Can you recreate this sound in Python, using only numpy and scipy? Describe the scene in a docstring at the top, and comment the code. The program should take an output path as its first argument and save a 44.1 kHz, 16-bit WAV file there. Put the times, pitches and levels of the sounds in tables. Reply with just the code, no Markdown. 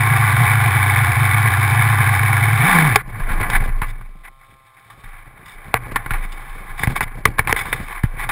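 """A small two-stroke buzzes at idle, blips and stalls with a loud knock; gravel then crunches and knocks.
The engine is a crank-driven sine with rattling noise; gravel is grainy noise, knocks and scrapes in the case.
The microphone rides on the model buggy, in a camera in a closed case: engine, tyres and frame are close.
The chassis shudders and thumps in its low modes, and the camera mount sways as a decaying low sine.
Far off, a motor drones in a few thin partials."""
import sys
import numpy as np
from scipy import signal
from scipy.io import wavfile
from scipy.ndimage import uniform_filter1d

SR = 44100
rng = np.random.default_rng(int(sys.argv[2]) if len(sys.argv) > 2 else 0)


def wav_out(sig):
    """Save sig, one row per channel (or a flat mono array), as 16-bit PCM at SR to the path in sys.argv[1]."""
    wavfile.write(sys.argv[1], SR, np.round(np.clip(np.atleast_2d(sig).T, -1, 1) * 32767).astype(np.int16))


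def level_to_linear(level):
    """Convert decibel levels to linear amplitude factors, elementwise."""
    exponent = np.asarray(level, float) / 20
    return 10 ** exponent


N = 366471
TIME = np.arange(N) / SR  # [s]

# Engine run: (time [s], crank speed before surges [Hz], steady shake [dB], rattle [dB])
ENGINE_RUN = [(0, 109, -25, -18), (.4, 103, -25, -17.5), (1.2, 102, -25, -18.5), (2.1, 102, -25, -18.5),
              (2.58, 103, -25, -19), (2.635, 128, -20, -17), (2.665, 185, -22, -15), (2.71, 188, -27, -14),
              (2.76, 170, -14, -15.5), (2.87, 148, -15, -17), (2.9, 125, -19, -20), (2.93, 109, -15, -21),
              (2.955, 98, -28, -25)]
# Overtones of the shake: (multiple of crank speed, level against the first at a 105 Hz crank [dB])
SHAKE_OVERTONES = [(2, -31), (3, -35), (4, -39)]
# Strongest firings at idle: (time [s], peak shake [dB])
STRONG_FIRINGS = [(0.012, -10), (.118, -7.5), (0.205, -8.5), (.343, -8.5), (.415, -6.5), (0.58, -9),
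                  (.666, -8.5), (.764, -8), (1.022, -8.5), (1.097, -9), (1.219, -7.5), (1.348, -9),
                  (1.449, -8.5), (1.593, -9), (1.727, -8), (1.8, -7.5), (1.91, -8.5), (2.006, -7.5),
                  (2.116, -9), (2.249, -9), (2.35, -9.5), (2.428, -8.5), (2.481, -9), (2.535, -8),
                  (2.641, -11)]
FIRING_GAP_S, FIRING_JITTER_S = .035, .006  # ordinary firings: usual wait, timing scatter
FIRING_DB, FIRING_SCATTER_DB = -11, 2
# Resonances of the closed case: (centre [Hz], width [Hz], gain [dB], crank turn of the loudest rattle [turns])
CASE_MODES = [(724.7, 31, 0.5, 0.47), (809.3, 149, 3.5, 1), (1080, 123, 4, 0.053), (1159.7, 170, 5.5, 0.14),
              (1429, 372, 2, 0.13), (1644, 325, 2.5, 0.76), (1980, 156, 5.5, 0.45), (2210, 171, 6, 0.8),
              (1500, 167, -11, 0.99), (2860, 420, -16.5, 1), (3560, 240, -9.5, 0.65),
              (4970, 150, -23.5, 0.89), (5135, 960, -21.5, 0.87)]
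CASE_LEAK_HZ, CASE_LEAK_WIDTH_HZ, CASE_LEAK_DB = 384, 356, -11.5  # broad low leak
CASE_TREBLE_DB = -18.5  # taken off the treble column of the knocks
# Low modes of the frame: (centre [Hz], width [Hz], gain [dB])
CHASSIS_MODES = [(64.5, 22, 7.5), (110.2, 41, 11.5), (189, 190, -60), (460, 80, -26.5)]
# Rolling on gravel: (time [s], crunch [dB], crunch treble [dB], chassis shudder [dB])
ROLLING = [(2.97, -51, -80, -46), (3.21, -33, -52, -37.5), (3.43, -25.5, -48, -24.5),
           (3.71, -37.5, -63, -32.5), (4.04, -50.5, -65.5, -46.5), (4.26, -63, -64, -58),
           (4.77, -55, -61.5, -61), (5.02, -51.5, -57.5, -51.5), (5.29, -48, -64, -50),
           (5.63, -42.5, -57.5, -46), (5.93, -37, -64, -31.5), (6.06, -37, -56, -38.5),
           (6.26, -41.5, -54.5, -45), (6.49, -39, -51.5, -47), (6.75, -39, -53, -42.5),
           (6.9, -35, -47, -28.5), (7.06, -43, -66, -37.5), (7.36, -41, -73, -33), (7.59, -32, -48, -34.5),
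           (7.83, -35.5, -46, -38), (8.03, -42.5, -59, -52), (8.31, -34.5, -53, -34)]
TREAD_HZ, TREAD_WIDTH_HZ, TREAD_DB = 450, 480, -15  # dull tyre patter, against the crunch
JUDDER_HZ, JUDDER_WIDTH_HZ, JUDDER_DB = 42, 32, -7  # suspension, against the shudder
RING_DB = -8  # main frame mode, against the shudder
RING_WANDER_DB, RING_WANDER_HZ = 5, 7.8  # dB per unit of a random curve, new values of it per second
# Knocks, the first as the engine stalls, the others from stones: (time [s], peak of the buzz [dB], colour [Hz],
# decay T60, held within 0.008 to 0.2 [s], treble gain before CASE_TREBLE_DB is taken off [dB])
KNOCK_LIST = [(2.958, 12.5, 1080, 0.023, -9), (3.2, -20, 980, .11, -30), (3.304, -22, 1480, 0.053, -27),
              (3.412, -10.5, 1520, 0.03, -39), (3.5, -6.5, 1530, 0.03, -1.5), (3.691, -21, 816, 0.059, -34),
              (3.817, -10, 1180, 0.14, -29), (4.011, -30, 1240, 0.064, -33), (4.9, -31, 1080, 0.13, -12),
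              (5.037, -30.5, 1940, .08, -12), (5.741, 7.5, 1770, 0.0099, -22),
              (5.914, -24, 1270, 0.067, -31), (5.959, -3.5, 1640, 0.044, -17.5),
              (6.061, -15, 1560, 0.026, -32), (6.107, -9.5, 1630, 0.069, -17),
              (6.136, -14, 2600, 0.24, -24), (6.321, -28.5, 1100, 0.064, 6), (6.834, -3.5, 1960, 0.05, -11),
              (6.872, -7, 2060, .047, -20), (6.908, -22.5, 1070, 0.058, -33),
              (6.962, -16.5, 980, 0.12, -18.5), (7.007, -4.5, 1820, .074, -51),
              (7.029, -18, 1900, 0.045, -2), (7.078, -24.5, 1780, 0.072, -29), (7.254, 9, 1080, 0.02, -13),
              (7.383, -8.5, 1330, 0.1, -16), (7.392, 1.5, 2210, 0.03, -39), (7.473, -5, 2400, 0.082, -23.5),
              (7.494, -7, 1055, 0.09, -17), (7.527, 6, 1880, 0.0095, -23), (7.563, -8, 1920, 0.033, -24),
              (7.654, -19, 1120, 0.18, -21), (7.728, -3.5, 2270, 0.049, -10.5),
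              (7.801, -22, 1120, 0.042, -25), (7.883, -22.5, 2280, 0.075, -11),
              (8.034, -12, 1656, 0.089, -15), (8.169, -27, 2210, 0.067, -25.5), (8.29, -9, 1670, 0.13, -16)]
KNOCK_THUMP_DB = -29.5  # push on the frame, against the knock
SHELL_HZ, SHELL_T60_S, SHELL_DB = 444, 0.063, -25.5  # body shell note, against the knock
SHELL_GROWS = 0.31  # extra dB per dB of knock
FRAME_RING_HZ, FRAME_RING_T60_S, FRAME_RING_DB = 120, 0.49, -32  # level after a 0 dB knock
FRAME_RING_GROWS = 0.56  # dB per dB of knock
# Stones scraping along the frame: (centre time [s], length [s], level [dB], colour [Hz], treble gain [dB])
STONE_SCRAPES = [(2.974, 0.086, -26, 1500, -1.5), (3.315, 0.066, -26.5, 1550, 0),
                 (3.439, 0.022, -22.5, 1500, -5), (3.546, 0.07, -19.5, 1870, 2),
                 (3.649, 0.027, -28.5, 1220, 2), (3.889, 0.053, -37.5, 2020, 10),
                 (4.263, 0.055, -38.5, 2200, 1.5), (4.43, 0.052, -50, 2100, 5),
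                 (4.779, 0.028, -46.5, 2000, -1), (5.056, .03, -44, 1950, 4),
                 (5.133, 0.13, -43.5, 1690, -10), (5.503, 0.1, -42, 2100, 14),
                 (5.76, 0.035, -18, 1880, -31), (5.972, 0.03, -30, 1870, -17),
                 (6.243, 0.04, -33.5, 2200, 3), (6.819, 0.075, -26.5, 2040, 9),
                 (6.969, 0.025, -23.5, 1900, 6), (7.033, 0.021, -24, 2010, 10),
                 (7.271, 0.033, -25.5, 2200, -6), (7.517, 0.025, -23, 1960, 3),
                 (7.595, 0.059, -23, 1980, 8.5), (7.67, 0.067, -40, 2200, 18), (7.948, 0.1, -31, 1045, -1),
                 (8.221, 0.08, -25, 1990, 2)]
# Wheels dropping over stones: (time [s], peak frame thump [dB], mount sway before rise and decay [dB], sway [Hz])
WHEEL_BUMPS = [(2.66, -50, -27, 29.23), (2.82, -50, -29, 31.3), (3.039, -37, -28, 26.8),
               (3.199, -21, -14.5, 25), (3.302, -17.5, -12.5, 25.1), (3.412, -29, -20.5, 24.8),
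               (3.528, -22, -9.5, 25), (3.693, -23, -12, 26.4), (3.817, -17.5, -18.5, 26.1),
               (4.011, -43.5, -27.5, 26.1), (5.036, -39, -31, 26.2), (5.53, -55, -35.5, 25.8),
               (5.742, -23, -33, 25.6), (5.915, -36, -26, 26.9), (6.06, -24, -23.5, 27.8),
               (6.108, -19, -15, 26.8), (6.479, -43, -26, 26.9), (6.68, -47, -25, 24.84),
               (6.832, -14.5, -30, 24.86), (6.872, -6, -20, 25.2), (6.91, -19, -26, 25.1),
               (7.028, -18.5, -25.5, 24.75), (7.12, -42, -27, 27.6), (7.254, -16, -26.5, 27.6),
               (7.391, -13, -26, 27.6), (7.473, -22, -24, 27.1), (7.494, -15.5, -27, 27.4),
               (7.68, -45, -28, 27.7), (7.8, -20.5, -29, 27.8), (7.93, -45, -28, 28.3),
               (8.036, -3.5, -20.5, 27.1), (8.169, -31, -24, 26.5)]
SWAY_RISE_S, SWAY_T60_S = 0.017, 1
# Far drone: (time [s], pitch [Hz], level before the partials' own [dB])
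FAR_DRONE = [(4.05, 134, -68), (4.15, 132, -58), (4.5, 134.5, -56), (4.72, 131.3, -58), (4.9, 135, -57),
             (5.1, 142.5, -54), (5.25, 133, -58), (5.7, 134, -56), (6.25, 139, -52), (6.75, 132, -52),
             (6.85, 131, -62)]
# Partials of the drone: (multiple of pitch, level [dB])
DRONE_PARTIALS = [(1, -9), (4, -16), (5, -14), (6, -12), (7, -17), (8, -.5), (9, -4), (10, -7)]


def unit(x):
    """Scale to rms 1."""
    return x / np.sqrt(np.mean(x ** 2))


def curves(table):
    """Columns of a table at every sample, and a gate that is open while the table runs."""
    times, *columns = np.transpose(table)
    running = (TIME >= times[0]) & (TIME <= times[-1])
    gate = uniform_filter1d(1. * running, size=200)
    return [np.interp(TIME, times, column) for column in columns] + [gate]


def ring(x, hz, width):
    """One resonance, gain 1 at its centre."""
    return signal.lfilter(*signal.iirpeak(hz, hz / width, SR), x)


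def steep(x, hz, width):
    """A resonance applied twice: dark skirts."""
    return ring(ring(x, hz, width), hz, width)


def decaying(pulses, length_s):
    """Each pulse dies away exponentially."""
    return signal.lfilter([1], [1, -np.exp(-1 / (length_s * SR))], pulses)


def grit(rate, spread_db, length_s):
    """Noise whose level jumps with scattered grains (rate per second) of very uneven size."""
    sizes = level_to_linear(spread_db * np.minimum(rng.exponential(size=N), 4))
    grains = (rng.random(N) < rate / SR) * sizes
    return rng.standard_normal(N) * decaying(grains, length_s)


def case(x, treble_db=0, colour_hz=1500, colour_db=0, low_db=0):
    """The camera case rings in its modes; a blow can favour those near its colour."""
    out = level_to_linear(CASE_LEAK_DB + low_db) * ring(x, CASE_LEAK_HZ, CASE_LEAK_WIDTH_HZ)
    for hz, width, db, _ in CASE_MODES:
        near = np.exp(-(np.log(hz / colour_hz) / .2) ** 2)
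        gain_db = db + colour_db * near + treble_db * (hz > 2700)
        out = out + level_to_linear(gain_db) * steep(x, hz, width)
    return out


def chassis(x):
    """Low modes of the frame."""
    return sum(level_to_linear(db) * ring(x, hz, width) for hz, width, db in CHASSIS_MODES)


def thump():
    """One soft push through the frame, peak 1."""
    push = -chassis(np.exp(-((TIME[:5000] - .004) / 0.001) ** 2))
    return push / np.abs(push).max()


def firings():
    """The strong firings, with ordinary ones of chance size three or four turns apart between them."""
    rows = list(STRONG_FIRINGS)
    chance = rng.standard_normal((len(rows), 12, 2))
    for (start, _), (end, _), draws in zip(STRONG_FIRINGS, STRONG_FIRINGS[1:], chance):
        count = round((end - start) / FIRING_GAP_S)
        for k in range(1, count):
            time = start + (end - start) * k / count + FIRING_JITTER_S * draws[k, 0]
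            rows.append((time, FIRING_DB - FIRING_SCATTER_DB * np.clip(draws[k, 1], -1, 3)))
    return rows


def engine():
    """Each good firing, one every few turns, speeds the crank and shakes the frame; loose parts rattle."""
    speed_hz, shake_db, rattle_db, gate = curves(ENGINE_RUN)
    kick = np.max([level_to_linear(db) * np.exp(-((TIME - s) / .016) ** 2) for s, db in firings()], axis=0)
    idling = TIME < STRONG_FIRINGS[-1][0] + .014
    surge = (kick - .2) * idling
    # the crank labours against compression just before it fires
    drag = np.exp(-(kick + .04) / .07) * idling
    waver = unit(ring(rng.standard_normal(N), 30, 40))
    turn = np.cumsum(speed_hz * (1 + 1.1 * surge - .5 * drag + 0.023 * waver)) / SR

    harsh = (speed_hz / 105) ** 3  # overtones grow with speed
    overtones = sum(level_to_linear(db) * np.sin(2 * np.pi * k * turn) for k, db in SHAKE_OVERTONES)
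    steady = np.sqrt(2) * level_to_linear(shake_db) * (1 + 0.33 * waver)
    shake = (np.sin(2 * np.pi * turn) + harsh * overtones) * np.hypot(kick, steady)
    # the springs soak up the slowest motion
    shake = signal.sosfilt(signal.butter(2, 70, "high", fs=SR, output="sos"), shake)

    # a sharp tick as the pressure of a firing starts to climb, and one of chance size on every turn
    climb_starts = np.maximum(np.diff(1. * (np.gradient(kick) > 0), prepend=0), 0)
    onset = climb_starts * np.exp(-kick / 0.094)
    stroke = np.diff(np.floor(turn + .4), prepend=0) * 2 * rng.random(N)
    ticks = decaying(3.5 * onset + 1.6 * stroke, .002)
    clatter = 0.21 * unit(grit(600, 4.3, 0.0047)) + rng.standard_normal(N) * (1.03 + ticks)
    rattle = level_to_linear(CASE_LEAK_DB) * ring(clatter, CASE_LEAK_HZ, CASE_LEAK_WIDTH_HZ)
    for hz, width, db, peak in CASE_MODES:
        once_a_turn = 1 + 0.41 * np.cos(2 * np.pi * (turn - peak))
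        rattle = rattle + level_to_linear(db) * steep(clatter * once_a_turn, hz, width)
    rumble = level_to_linear(-37) * unit(ring(rng.standard_normal(N), 60, 70))
    return gate * (shake + level_to_linear(rattle_db) * unit(rattle) + rumble)


def rolling():
    """Tyres crush gravel in small grains, duller or brighter; the frame shudders and its main mode rings."""
    crunch_db, treble_db, shudder_db, gate = curves(ROLLING)
    step = int(SR / RING_WANDER_HZ)
    wander = uniform_filter1d(np.repeat(rng.standard_normal(200), step), step)[:N]
    ring_db = shudder_db + RING_DB + RING_WANDER_DB * wander
    crunch = case(1.08 * unit(grit(240, 4.3, 0.0071)) + rng.standard_normal(N))
    treble = signal.sosfiltfilt(signal.butter(4, 2700, "high", fs=SR, output="sos"), crunch)
    shudder = unit(chassis(grit(200, 6.3, 0.0065)))
    hum = unit(steep(rng.standard_normal(N), CHASSIS_MODES[1][0], 21))
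    tread = level_to_linear(TREAD_DB) * unit(steep(grit(150, 1.3, 0.015), TREAD_HZ, TREAD_WIDTH_HZ))
    judder = level_to_linear(JUDDER_DB) * unit(steep(rng.standard_normal(N), JUDDER_HZ, JUDDER_WIDTH_HZ))
    gravel = level_to_linear(crunch_db) * (unit(crunch - treble) + tread) + level_to_linear(treble_db) * unit(treble)
    frame = level_to_linear(shudder_db) * (shudder + judder) + level_to_linear(ring_db) * hum
    return gate * (gravel + frame)


def knocks():
    """Each knock is a bright tick, a short buzz of the case, a shell note and a push that rings the frame."""
    out, t, after = np.zeros(N + SR), TIME[:5000], TIME[:20000]
    noise = rng.standard_normal((len(KNOCK_LIST), 2 * len(t)))
    push = level_to_linear(KNOCK_THUMP_DB) * thump()
    for (s, db, hz, t60, treble_db), hiss in zip(KNOCK_LIST, noise):
        # the second half of the buzz is used, once the case is ringing
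        buzz = unit(case(hiss, treble_db - CASE_TREBLE_DB, hz, colour_db=5, low_db=5)[len(t):])
        # small random steps roughen the level of the buzz
        roughness = uniform_filter1d(level_to_linear(1.83 * np.repeat(hiss[:50], len(t) // 50)), size=40)
        decay = np.exp(-np.log(1000) * t / np.clip(t60, .008, .2))
        crack = buzz * roughness * decay * np.minimum(t / 0.00084, 1)
        tick = level_to_linear(-13) * hiss[:len(t)] * np.exp(-t / 0.0008)
        shell_hz = SHELL_HZ * (1 + 0.078 * hiss[60])
        shell = np.sin(2 * np.pi * shell_hz * t) * level_to_linear(SHELL_DB + SHELL_GROWS * db - 60 * t / SHELL_T60_S)
        at = int(s * SR)
        out[at:at + len(t)] += level_to_linear(db) * (crack / np.abs(crack).max() + tick + shell + push)

        ring_hz = FRAME_RING_HZ * (1 + .04 * hiss[70])
        note = np.sin(2 * np.pi * ring_hz * after) * np.minimum(after / 0.017, 1)
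        ring_db = FRAME_RING_GROWS * db + FRAME_RING_DB - 60 * after / FRAME_RING_T60_S
        out[at:at + len(after)] += level_to_linear(ring_db) * note
    return out[:N]


def scrapes():
    """Stones rub along the frame: short gritty noise in the case that swells and fades."""
    out, t = np.zeros(N + SR), TIME[:12000] - TIME[6000]
    rub = unit(grit(340, 1.37, 0.0024)) + .5 * rng.standard_normal(N)
    for s, length, db, hz, treble_db in STONE_SCRAPES:
        at = int(s * SR) - len(t) // 2
        buzz = unit(case(np.resize(rub[at:], len(t)), treble_db, hz, colour_db=4))
        out[at:at + len(t)] += level_to_linear(db) * buzz * np.exp(-(2 * t / length) ** 6)
    return out[:N]


def bumps():
    """The frame thumps as a wheel drops."""
    out, push = np.zeros(N + SR), thump()
    for s, thump_db, _, _ in WHEEL_BUMPS:
        at = int(s * SR)
        out[at:at + len(push)] += level_to_linear(thump_db) * push
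    return out[:N]


def mount():
    """Each bump knocks the camera out of its swing and starts a new sway that dies away."""
    s, _, sway_db, sway_hz = np.transpose(WHEEL_BUMPS)
    last = np.maximum(np.searchsorted(s, TIME) - 1, 0)
    since = np.maximum(TIME - s[last], 0)
    rise = 1 - np.exp(-(since / SWAY_RISE_S) ** 2)
    swing = uniform_filter1d(level_to_linear(sway_db[last] - 60 * since / SWAY_T60_S) * rise, size=600)
    return np.sqrt(2) * swing * np.sin(2 * np.pi * np.cumsum(sway_hz[last]) / SR)


def drone():
    """A distant motor: a few thin partials of one gliding pitch."""
    pitch_hz, level_db, gate = curves(FAR_DRONE)
    turn = np.cumsum(pitch_hz) / SR
    partials = sum(level_to_linear(db) * np.sin(2 * np.pi * k * turn) for k, db in DRONE_PARTIALS)
    return gate * level_to_linear(level_db) * np.sqrt(2) * partials


def scene():
    """All sources, near and far, in the one microphone."""
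    near = engine() + mount() + bumps() + rolling() + knocks() + scrapes()
    return (near + drone())[None]


def roll_off(x):
    """The treble ends steeply here."""
    return signal.sosfilt(signal.butter(12, 15680, fs=SR, output="sos"), x)


def record(dry):
    """The input clips; the converter samples at 12 kHz and holds each value, mirroring the spectrum upward."""
    x = np.clip(dry, -.95, .95)
    x = signal.sosfiltfilt(signal.butter(6, 5500, fs=SR, output="sos"), x)
    sampled = signal.resample_poly(x, 40, 147, axis=1)  # 12 kHz
    held = np.repeat(sampled, 4, axis=1)  # 48 kHz
    x = signal.resample_poly(held, 147, 160, axis=1)[:, :N]  # back to SR
    mix = np.pad(x, ((0, 0), (0, N - x.shape[1])))
    return roll_off(mix)


dry = scene()
out = record(dry)
wav_out(out)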